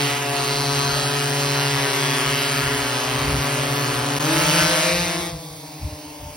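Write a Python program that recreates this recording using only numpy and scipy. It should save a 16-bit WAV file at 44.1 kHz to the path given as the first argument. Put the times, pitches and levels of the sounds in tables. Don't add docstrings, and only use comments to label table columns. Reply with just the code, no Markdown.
import sys
import numpy as np
from scipy import signal
from scipy.io import wavfile
from scipy.ndimage import uniform_filter1d

SR = 44100
rng = np.random.default_rng(int(sys.argv[2]) if len(sys.argv) > 2 else 0)


def nominal_scale(level):
    x = np.asarray(level, float) / 20
    return 10 ** x


def unload_wav(signal):
    wavfile.write(
        sys.argv[1],
        SR,
        np.round(np.clip(np.atleast_2d(signal).T, -1, 1) * 32767).astype(np.int16),
    )


N = 280476
T = np.arange(N) / SR
TREBLE_HZ = 5600

# pitch_hz, level_db
AIR_COLOUR = [(60, -23), (300, -15.5), (800, -5), (1200, -17), (1600, -35), (2150, -13), (3200, -17),
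              (5000, -12.5), (8500, -21.5), (15800, -17.5)]
# centre_s, level_db, half_length_s
GUSTS = [(.08, -63, .04), (.22, -56, .03), (.5, -58, .05), (1.45, -63, .06), (6.207, -52, 0.025),
         (5.27, -46, 0.028), (1.75, -53, .08), (.9, -52, .08), (6.31, -51, .025), (0.778, -48, .03),
         (0.922, -42, 0.03), (2.322, -42, 0.056), (2.551, -50.5, .04), (2.672, -37, 0.042),
         (2.803, -44, 0.036), (3.187, -38, 0.05), (3.338, -24.5, 0.051), (3.63, -46, 0.056),
         (3.989, -43, 0.06), (4.423, -41, 0.063), (4.645, -35.5, 0.043), (4.996, -35.5, 0.045),
         (5.067, -43, 0.023), (5.184, -44, 0.028), (5.347, -38, 0.029), (5.65, -67, .03),
         (5.848, -22.5, 0.019), (5.93, -35.5, 0.018), (6.253, -36.5, 0.027)]
# pitch_hz, level_db
GUST_COLOUR = [(22, -52), (32, -26), (42, -8), (65, 4), (110, -2.5), (200, -14), (400, -62), (800, -57)]
# centre_s, level_db, ring_hz, half_length_s
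KNOCKS = [
    (.8, -46, 335, .03),
    (0.974, -32, 603, 0.013),
    (1.041, -33, 754, .012),
    (1.084, -39, 595, 0.034),
    (1.978, -48, 331, 0.029),
    (3.59, -36, 610, .03),
]
# pitch_hz, likeness_0_to_1, left_minus_right_db
MICROPHONES = [(169, 1, -1), (330, 1, 0.5), (513, 0.8, 1), (1070, 0.76, 7.5), (1440, 0.68, 3.5),
               (1900, 1, -1.5), (2080, 0.58, -3.5), (2520, 0.56, -4.5), (3730, 0.25, -12), (3930, 0.63, -7),
               (5730, 1, 2.5), (7240, 0.7, -6)]
# pitch_hz, lead_radians
LEFT_LEAD = [(170, 0), (860, .35), (1400, -.7), (2050, -.4), (2420, .8), (3300, -.6), (4700, .85),
             (5600, .9), (7500, 3.14), (10400, 6.28), (12550, 8.65), (14700, 10.2), (15300, 11.7),
             (15900, 12.4)]
# time_s, pitch_hz, depth_db
ECHO_DIP = [(4.7, 2900, 0.8), (4.95, 3050, -4.5), (5.15, 3000, -8), (5.28, 3020, -8), (5.4, 2950, -6),
            (5.52, 2830, -11), (5.8, 3100, -5), (6.1, 3500, -5), (6.2, 4300, -9), (6.36, 3700, -7)]
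# time_s, pitch_hz, lift_db
ECHO_GLOW = [(0, 3150, 5), (.15, 3300, 0.5), (.25, 3800, 2), (.45, 4400, 1.5), (.9, 4500, 1),
             (1.2, 4000, -2.3), (2.4, 3000, 3.3), (2.7, 3020, 1.5), (3.0, 3000, 1.3), (4.1, 2300, -1.5),
             (4.35, 2200, 2.2), (4.6, 3000, 0.5), (4.8, 4040, 1.5), (4.95, 4000, 6), (5.15, 3600, 7.5),
             (5.28, 3600, 8.5), (5.36, 3600, 2), (6.36, 3600, -5)]
# time_s, level_db, treble_tilt_db
HISS = [(0.0, -40, 6.5), (0.03, -29, 1), (0.21, -32, 0.5), (0.65, -29.5, 0), (1.2, -30, 0.5),
        (2.46, -29, 0.5), (2.87, -31, 0), (4.18, -30, 0), (4.39, -24.5, 0.5), (4.6, -23, 0),
        (5.1, -31.5, 0.5), (5.26, -32.5, -0.5), (5.33, -45.5, 2.5), (5.56, -48, 3.5), (6.36, -50, 2.5)]
# pitch_hz, level_db
HISS_COLOUR = [(100, -12), (250, -5.5), (500, -4.5), (1000, 1.5), (2000, 2), (3000, 3.5), (3800, -2),
               (4500, 1), (6000, -3.5), (8000, -2), (10500, -7), (13000, -6), (15900, -14.5)]
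# time_s, level_db
HISS_THINNING = [
    (0, -4),
    (4.2, -4),
    (4.4, -5),
    (4.9, -7),
    (5.25, -8),
    (5.4, 0),
]
# time_s, speed_share_of_hover
THROTTLE = [(4.19, 1.0), (4.25, 1.071), (4.33, 1.154), (4.42, 1.172), (4.63, 1.209), (4.85, 1.226),
            (5.07, 1.244), (5.18, 1.241), (5.29, 1.22), (5.4, 1.184), (5.66, 1.124), (5.82, 1.094),
            (6.36, 1.068)]
# time_s, then rotor_1_hz to rotor_4_hz
TRIM = [(0.0, 124.9, 131.4, 140.2, 142.8), (0.15, 125.3, 131.5, 140.8, 142.5),
        (0.3, 125.1, 131.0, 141.2, 141.7), (0.45, 125.0, 130.8, 140.4, 141.3),
        (0.6, 124.9, 130.3, 139.7, 141.5), (0.75, 125.1, 130.5, 140.3, 141.1),
        (0.9, 126.2, 130.8, 140.8, 141.4), (1.05, 126.9, 131.0, 142.5, 141.9),
        (1.2, 126.2, 131.3, 142.5, 141.9), (1.35, 125.6, 130.6, 142.2, 141.6),
        (1.5, 127.1, 128.5, 141.5, 140.9), (1.65, 128.0, 128.4, 141.3, 140.9),
        (1.8, 128.4, 129.2, 141.2, 139.6), (1.95, 128.5, 128.9, 142.0, 139.0),
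        (2.1, 127.6, 129.5, 143.6, 139.6), (2.25, 126.4, 129.9, 144.1, 139.5),
        (2.4, 127.7, 130.4, 143.9, 140.0), (2.55, 128.3, 130.4, 142.9, 139.8),
        (2.7, 127.6, 130.6, 142.4, 140.4), (2.85, 125.7, 130.3, 141.3, 140.5),
        (3.0, 125.1, 130.5, 141.6, 141.0), (3.15, 126.0, 130.5, 142.3, 141.1),
        (3.3, 126.5, 131.0, 143.0, 141.1), (3.45, 126.7, 130.9, 142.7, 141.4),
        (3.6, 125.4, 131.1, 141.5, 141.9), (3.75, 124.5, 131.8, 141.2, 143.1),
        (3.9, 124.3, 131.8, 140.9, 143.9), (4.05, 123.5, 131.6, 140.2, 142.8),
        (4.2, 124.2, 131.8, 140.1, 142.8), (4.35, 124.5, 131.7, 140.2, 142.3),
        (4.5, 125.1, 131.4, 140.4, 142.2), (4.65, 125.0, 130.9, 140.3, 141.9),
        (4.8, 125.7, 130.3, 140.0, 141.8), (4.95, 126.1, 130.3, 139.8, 140.8),
        (5.1, 126.1, 130.8, 140.2, 140.7), (5.25, 127.3, 131.2, 140.9, 140.1),
        (5.4, 127.2, 132.9, 140.8, 140.2), (5.7, 125.0, 132.3, 141.1, 140.4),
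        (6.0, 124.0, 131.9, 140.1, 139.4), (6.36, 124.1, 131.3, 139.8, 139.1)]
HUM_START = [.1, .3, .6, .8]
# time_s, then rotor_1_db to rotor_4_db
LIFT = [(0.0, -51, -30, -30, -26), (0.25, -42, -34.5, -37, -36), (0.45, -50, -35, -44, -34),
        (0.75, -60, -35, -47, -26), (1.1, -39, -34, -36, -29.5), (1.5, -39, -69, -38, -28.5),
        (1.75, -36, -41, -37, -28.5), (2.0, -37, -50, -29, -35), (2.35, -36.5, -51, -31.5, -37),
        (2.7, -34, -48, -31, -41), (2.85, -33.5, -43, -34, -37), (3.0, -35, -36, -43, -36.5),
        (3.25, -31, -45, -34, -33.5), (3.6, -34.5, -35, -29.5, -37), (4.0, -31, -33, -38, -33),
        (4.19, -39, -45, -38, -32), (4.3, -27.5, -39, -27, -29), (4.6, -30, -29.5, -30, -36),
        (5.0, -69, -36, -50, -27), (5.2, -42, -32.5, -31, -44), (5.4, -27, -29, -27.5, -68),
        (5.62, -32, -31, -31, -69), (5.8, -37, -32, -24, -69), (6.0, -42, -35, -33, -56),
        (6.36, -47, -46, -33, -64)]
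# time_s, then rotor_1_db to rotor_4_db
SLAP = [(0.0, -27, -39, -44, -32.5), (0.1, -42, -37, -36, -28), (0.2, -42, -38, -36, -32.5),
        (0.3, -38, -38.5, -35, -33), (0.4, -31, -37, -30, -35), (0.52, -31, -37, -43, -31.5),
        (0.6, -37.5, -44, -44, -31.5), (0.7, -34, -41, -39, -30.5), (0.8, -30.5, -42, -28.5, -32.5),
        (1.0, -34.5, -32.5, -28.5, -33), (1.2, -30, -58, -29, -37.5), (1.4, -35.5, -32.5, -51, -31.5),
        (1.6, -29.5, -44, -47.5, -28), (1.8, -32.5, -31, -35, -29.5), (2.0, -31, -42, -41, -28.5),
        (2.2, -29, -42, -52, -30.5), (2.4, -32.5, -47, -38, -29.5), (2.6, -30.5, -63, -32.5, -30.5),
        (2.8, -30, -37, -35.5, -31), (3.0, -27.5, -32, -29, -34), (3.2, -27.5, -35, -32, -40.5),
        (3.4, -34, -37, -36, -30), (3.6, -30.5, -33, -33, -32), (3.8, -30, -41, -33, -33.5),
        (4.0, -31, -37, -38, -34), (4.19, -32.5, -30.5, -41, -30.5), (4.3, -33.5, -31, -27.5, -30),
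        (4.4, -29.5, -27.5, -24.5, -39), (4.5, -25.5, -31, -34, -39), (4.6, -23, -28, -20, -37),
        (4.7, -27.5, -28, -23.5, -40), (4.8, -29.5, -29, -28, -31.5), (4.9, -29, -31, -34, -36),
        (5.0, -40, -45, -31.5, -33), (5.1, -35.5, -31.5, -32, -36.5), (5.2, -73, -32, -30, -34),
        (5.3, -65, -35, -28, -39), (5.4, -70, -38.0, -35, -44), (5.85, -60, -35, -37, -32),
        (6.36, -60, -31, -30, -44)]
THROB_DB = [-38, -37.5, -42, -31.5]
DRONE_DB = [-39, -38, -37, -33.5]
SHADE_DB = [-16, -13.5, -15.5, -26.5]
BEHIND_DB = [1, -1, -1, 1.5]
# multiple_of_blade_passes, level_db
STACK = [(2, -5.5), (3, -2.5), (4, -7), (7, -10), (8, -11), (12, -11.5), (20, -13.5), (30, -15),
         (40, -20.5), (50, -26.5), (64, -28.5), (90, -40)]
# pitch_hz, smear_radians
SMEAR = [(1500, 1.3), (3000, .45)]
# time_s, even_multiples_db, over_25_db, near_16_db
VIEW = [(0, -2, 3.5, 1.5), (.12, -1.5, 2, 2), (.25, -3, -3.5, 2.5), (.45, -4, 3.5, -3.5), (.6, -2, 8, 0),
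        (.85, -2.5, 3, -5.5), (1.1, -0.5, 1, -3.5), (1.3, 0, 6, 1.5), (1.5, -0.5, 4, 0),
        (1.75, 0, 1.5, 0.5), (2.0, 0, 3, 3), (2.25, 0, 2.3, 2), (2.5, 1, 3, 2.5), (2.75, 0, -0.5, 2),
        (3.0, 1.5, -2, -6), (3.3, 2, 0.5, 0.5), (3.6, 1, -2.5, -3), (3.9, 1, -0.5, -0.5),
        (4.15, 2, -1.5, -3), (4.3, 6.5, -1.5, -3.5), (4.5, 3.5, 1, 1.5), (4.65, 3.5, -0.5, -3.5),
        (4.8, 2, 3, 4), (5.0, -0.5, 5, 8.5), (5.15, 3, 3, 7.5), (5.5, 1.5, 7.5, -1), (5.9, 4, 10, 8),
        (6.36, 4.5, -9, 1)]
FROM_FRONT = [(1.5, -1, -13, -4.5, 1.5, 8.2), (1.5, -12.5, 0, -15, 4, 3.5), (1.5, -13, 5.5, 1, 2, 2.1),
              (2.5, -0.5, 0.5, 2.5, 0.5, 4.5)]
SIDE_ON = [(1.5, 2.6, -11, 2.5, 4.5, 6.4), (1.5, -7, 3.5, 2.5, -2, .4), (1.5, 2.2, 6, -1.5, -5, 0.97),
           (1.5, 0.3, -3.5, 1.5, -4, 2.4)]
BY_WALL = [(1.5, 1.7, -10, 6, -3, 4.8), (1.5, -6, 1, -2, 4, .4), (1.5, 0, -1.5, -2, -9, 1.1),
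           (1.5, 3.1, -3.5, 2, -10, 3.1)]
TILTED = [(1.3, 8, 3, 0.2, 5, 3), (1.5, 5, 2.5, 0.2, -4, .4), (1.5, -1, -3, -1.5, -7, -3),
          (-1.5, 2, -7, 0.2, -4, 7)]
FROM_BELOW = [(0, -7, 1.5, -6, 0, -5), (5, -9, 2, 4, 0.5, -2), (2, 8, -22, 0, -4, -4),
              (-12, -3, -4, 5, -4, -1)]
OVERHEAD = [(0.2, -5, 8, -3, 0.2, 1.2), (-5, -6, 7.5, -1, 3, 3), (3, 12, -14, 1, -2, -1),
            (-14, 0.5, -3, -3, -9.5, -1)]
FROM_BEHIND = [(-3, -4, -5, -6, -3, 0.2), (1, -7, 1, 3, -7, 0.2), (3, 3, -10, 3, -5, 0),
               (1.5, -1.5, 0.5, -6, -9, 0)]
FROM_AFAR = [(1.5, -9, -7, -3, -6, -5), (1.5, -3, -3, -8, -9, 3), (2.5, -8, 7, 2, 2, -2),
             (3, -0.5, 5.5, 4, -5, 1)]
VIEW_TIMES = [
    .3,
    1.9,
    3.1,
    4.15,
    4.35,
    4.62,
    4.9,
    5.17,
    5.54,
]
WIDER_TREBLE_TIMES = [
    .635,
    1.75,
    4.2,
    5.745,
]


def evened(x):
    return x / np.sqrt(np.mean(abs(x) ** 2) + 1e-20)


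def smooth(x, width):
    return uniform_filter1d(uniform_filter1d(x, width), width)


def at_pitch(table, hz, order=1):
    columns = np.transpose(table)
    return np.interp(np.log(hz + 1e-3), np.log(columns[0]), columns[order])[:, None]


def at_time(table, order, t):
    columns = np.transpose(table)
    return np.interp(t, columns[0], columns[order + 1])


def frames(x):
    return signal.stft(x, SR, nperseg=2048, noverlap=1536)


def sound(z):
    return signal.istft(z, SR, nperseg=2048, noverlap=1536)[1][..., :N]


def patches(shape, bins, steps):
    x = rng.standard_normal(shape[::-1]).T
    for _ in range(2):
        x = uniform_filter1d(x, bins, 0)
        x = uniform_filter1d(x, steps, 1)
    return evened(x)


def microphones(hz, z, other):
    treble = hz[:, None] > TREBLE_HZ
    like = np.where(treble, .87, np.clip(at_pitch(MICROPHONES, hz), 0, 1))
    balance_db = at_pitch(MICROPHONES, hz, order=2) * (hz[:, None] < TREBLE_HZ)
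    lean = nominal_scale(balance_db / 2)
    lead = np.exp(.5j * at_pitch(LEFT_LEAD, hz))
    share = np.arccos(like) / 2
    a, b = np.cos(share) * z, np.sin(share) * other
    return np.array([(a + b) * lead * lean, (a - b) / lead / lean])


def moving_band(table, hz, t, width_hz):
    distance = (hz[:, None] - at_time(table, 0, t)) / width_hz
    return nominal_scale(at_time(table, 1, t) * np.exp(-.5 * distance ** 2))


def echo_dip(hz, t):
    return moving_band(ECHO_DIP, hz, t, width_hz=240)


def echo_glow(hz, t):
    return moving_band(ECHO_GLOW, hz, t, width_hz=380)


def air():
    hz, t, z = frames(rng.standard_normal((2, N)))
    z = z * nominal_scale(at_pitch(AIR_COLOUR, hz)) * echo_dip(hz, t)
    return nominal_scale(-40) * evened(sound(microphones(hz, *z)))


def wind(apart=0.083, lumpy_db=16.0):
    hz, t, z = frames(rng.standard_normal((2, N)))
    a, b = evened(sound(z * nominal_scale(at_pitch(GUST_COLOUR, hz))))
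    a = a / np.sqrt(uniform_filter1d(a ** 2, 3000) + 0.046)
    lumps = evened(smooth(rng.standard_normal(N), 2500)).clip(-2, .4)
    level = nominal_scale(-55 + lumpy_db * lumps)
    for centre_s, level_db, half_s in GUSTS:
        level = level + nominal_scale(level_db) * np.exp(-.5 * ((T - centre_s) / half_s) ** 2)
    return level * np.array([a + apart * b, a - apart * b])


def knocks():
    total = np.zeros(N)
    for centre_s, level_db, ring_hz, half_s in KNOCKS:
        swell = np.exp(-.5 * ((T - centre_s) / half_s) ** 2)
        total += nominal_scale(level_db) * np.sqrt(2) * swell * np.sin(2 * np.pi * ring_hz * T)
    return total


def hiss(gate, patchy_db=2.0, flutter_db=1.23):
    gate = np.sqrt(gate / uniform_filter1d(gate, 6000))
    gate = gate * nominal_scale(flutter_db * evened(uniform_filter1d(rng.standard_normal(N), 120)))
    hz, t, z = frames(gate * rng.standard_normal((2, N)))
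    tilt_db = np.log2(np.maximum(hz, 200) / 3500)[:, None] * at_time(HISS, 1, t)
    thinned = at_pitch([(600, 0), (1100, 1), (4800, 1), (6500, 0)], hz)
    level_db = at_time(HISS, 0, t) + 7.5 + tilt_db + thinned * at_time(HISS_THINNING, 0, t)
    patch_db = patchy_db * patches(z[0].shape, 16, 5)
    z = z * nominal_scale(at_pitch(HISS_COLOUR, hz) + level_db + patch_db)
    return microphones(hz, *(z * echo_dip(hz, t) * echo_glow(hz, t)))


def speed(order, t):
    return at_time(TRIM, order, t) * at_time(THROTTLE, 0, t)


def layers(order, t):
    lift, slap = at_time(LIFT, order, t), at_time(SLAP, order, t)
    lift_change, slap_change = lift - lift.mean(), slap - slap.mean()
    extra = at_time(THROTTLE, 0, t) - 1
    throb = THROB_DB[order] + 0.15 * lift_change + 0.077 * slap_change + 20.7 * extra
    drone = DRONE_DB[order] + 0.15 * lift_change + 0.4 * slap_change + 14 * extra
    roof_s, width_s = 5.295, 0.08
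    shade = .5 + .5 * np.tanh((t - roof_s) / (2 * width_s))
    away_db = -1 * np.maximum(t - roof_s, 0)
    return [level_db + (deep_db + BEHIND_DB[order]) * shade + away_db
            for level_db, deep_db in zip((lift, throb, drone, slap), SHADE_DB)]


def accents(order, multiple, t):
    views = [FROM_FRONT, SIDE_ON, BY_WALL, SIDE_ON, TILTED, FROM_BELOW, OVERHEAD, FROM_BEHIND, FROM_AFAR]
    total_db = 0
    for k, view_db in enumerate(np.transpose([view[order] for view in views])):
        near = np.clip(1 - abs(np.maximum(multiple, 2) - (k + 2)), 0, 1)
        total_db = total_db + np.interp(t, VIEW_TIMES, view_db) * near
    return total_db


def stack_level(order, hz, t, multiple):
    _, throb, drone, buzz = layers(order, t)
    level_db = throb + (drone - throb) * np.clip(multiple - 3, 0, 1)
    level_db = level_db + (buzz - drone) * np.clip(multiple - 7, 0, 1)
    number, shape_db = np.transpose(STACK)
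    level_db = level_db + np.interp(np.log(multiple + 1e-3), np.log(number), shape_db)
    even_db = np.cos(np.pi * multiple) * (multiple < 6.5) * at_time(VIEW, 0, t)
    high_db = np.clip((multiple - 20) / 8, 0, 1) * at_time(VIEW, 1, t)
    middle_db = np.exp(-((multiple - 16) / 5) ** 2) * at_time(VIEW, 2, t)
    housing_db = -4.5 * np.exp(-.5 * ((hz[:, None] - 3650) / 300) ** 2)
    return level_db + accents(order, multiple, t) + even_db + high_db + middle_db + housing_db


def blades(turns, count=85):
    half = np.pi * turns
    return np.sin((2 * count + 1) * half) / (2 * np.sin(half) + 1e-12) - .5


def rotor(order, chop=0.043, steady=0.72, puff_db=2.5):
    turns = HUM_START[order] + np.cumsum(speed(order, T)) / SR
    hum_db, _, _, buzz_db = layers(order, T)
    hum = np.sqrt(2) * nominal_scale(hum_db) * np.cos(2 * np.pi * turns)
    inflow = smooth(rng.standard_normal(N), 500)
    late = .0008 * np.interp(T, (4.3, 4.5), (.85, .7)) * evened(inflow)
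    late = late + .002 * evened(smooth(inflow, 2500))
    uneven = 1 + .025 * np.cos(np.pi * turns)
    hz, t, z = frames(-np.sqrt(2) * uneven * blades(turns + late + 1e-7))
    multiple = hz[:, None] / speed(order, t)
    z = z * nominal_scale(stack_level(order, hz, t, multiple)) * echo_dip(hz, t) * echo_glow(hz, t)
    z = z * np.clip(3 * (multiple - 1.4), 0, 1)
    depth_db = 2.6 * np.clip(multiple / 12, .55, 1)
    paths = []
    for _ in range(2):
        fade = nominal_scale(depth_db * patches(z.shape, 8, 13))
        paths.append(fade * np.exp(1j * at_pitch(SMEAR, hz) * patches(z.shape, 14, 70)))
    flicker_db = np.interp(t, (5.2, 5.5), (.8, 2.8))
    z = z * nominal_scale(flicker_db * patches(z.shape, 3, 4))
    puff = nominal_scale(puff_db * rng.standard_normal(1200))[np.round(turns).astype(int)]
    sweep = np.exp((np.cos(2 * np.pi * (turns + late)) - 1) / chop)
    gate = steady + puff * sweep * nominal_scale(0.61 * (buzz_db + 27.5).clip(-8, 8))
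    return microphones(hz, z * paths[0], z * paths[1]), hum, gate ** 2


def scene():
    stacks, hum, gate = (sum(parts) for parts in zip(*[rotor(order=k) for k in range(4)]))
    hum = np.array([np.roll(hum, shift=2), hum])
    return air() + wind() + knocks() + hum + sound(stacks + hiss(gate))


def thin_treble(x, size=8, hop=1024, lead=656):
    window = signal.windows.kaiser_bessel_derived(2 * hop, 4 * np.pi)
    shape = dict(fs=SR, window=window, nperseg=2 * hop, noverlap=hop)
    pair = np.array([x[0] + x[1], x[0] - x[1]]) / 2
    hz, t, z = signal.stft(np.pad(pair, ((0, 0), (lead, 0))), **shape)
    power = (abs(z[:, :-1]).reshape(2, -1, size, len(t)) ** 2).mean(2)
    power = uniform_filter1d(uniform_filter1d(power, 3, 2), 3, 1)
    weak_db = -5.0 + 1.5 * patches(power[0].shape, 3, 1)
    full = abs(t[:, None] - lead / SR - WIDER_TREBLE_TIMES).min(1) < hop / SR / 2
    strong = power > nominal_scale(2 * weak_db) * power[::-1]
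    keep = np.repeat(np.maximum(strong, .4 * full), size, axis=1)
    keep = np.maximum(keep, hz[:-1, None] < 6200)
    z[:, :-1] *= keep * (hz[:-1, None] < 15870)
    mid, side = signal.istft(z, **shape)[1][:, lead:lead + N]
    return np.array([mid + side, mid - side])


def band_limit(x):
    return signal.sosfilt(signal.butter(12, 17130, fs=SR, output="sos"), x)


def record(dry):
    dip = np.clip(abs(T - 4.192) / 0.009, .03, 1) ** 1.34
    mix = thin_treble(0.72 * np.tanh(dry * dip / 0.8))
    return band_limit(mix)


dry = scene()
out = record(dry)
unload_wav(out)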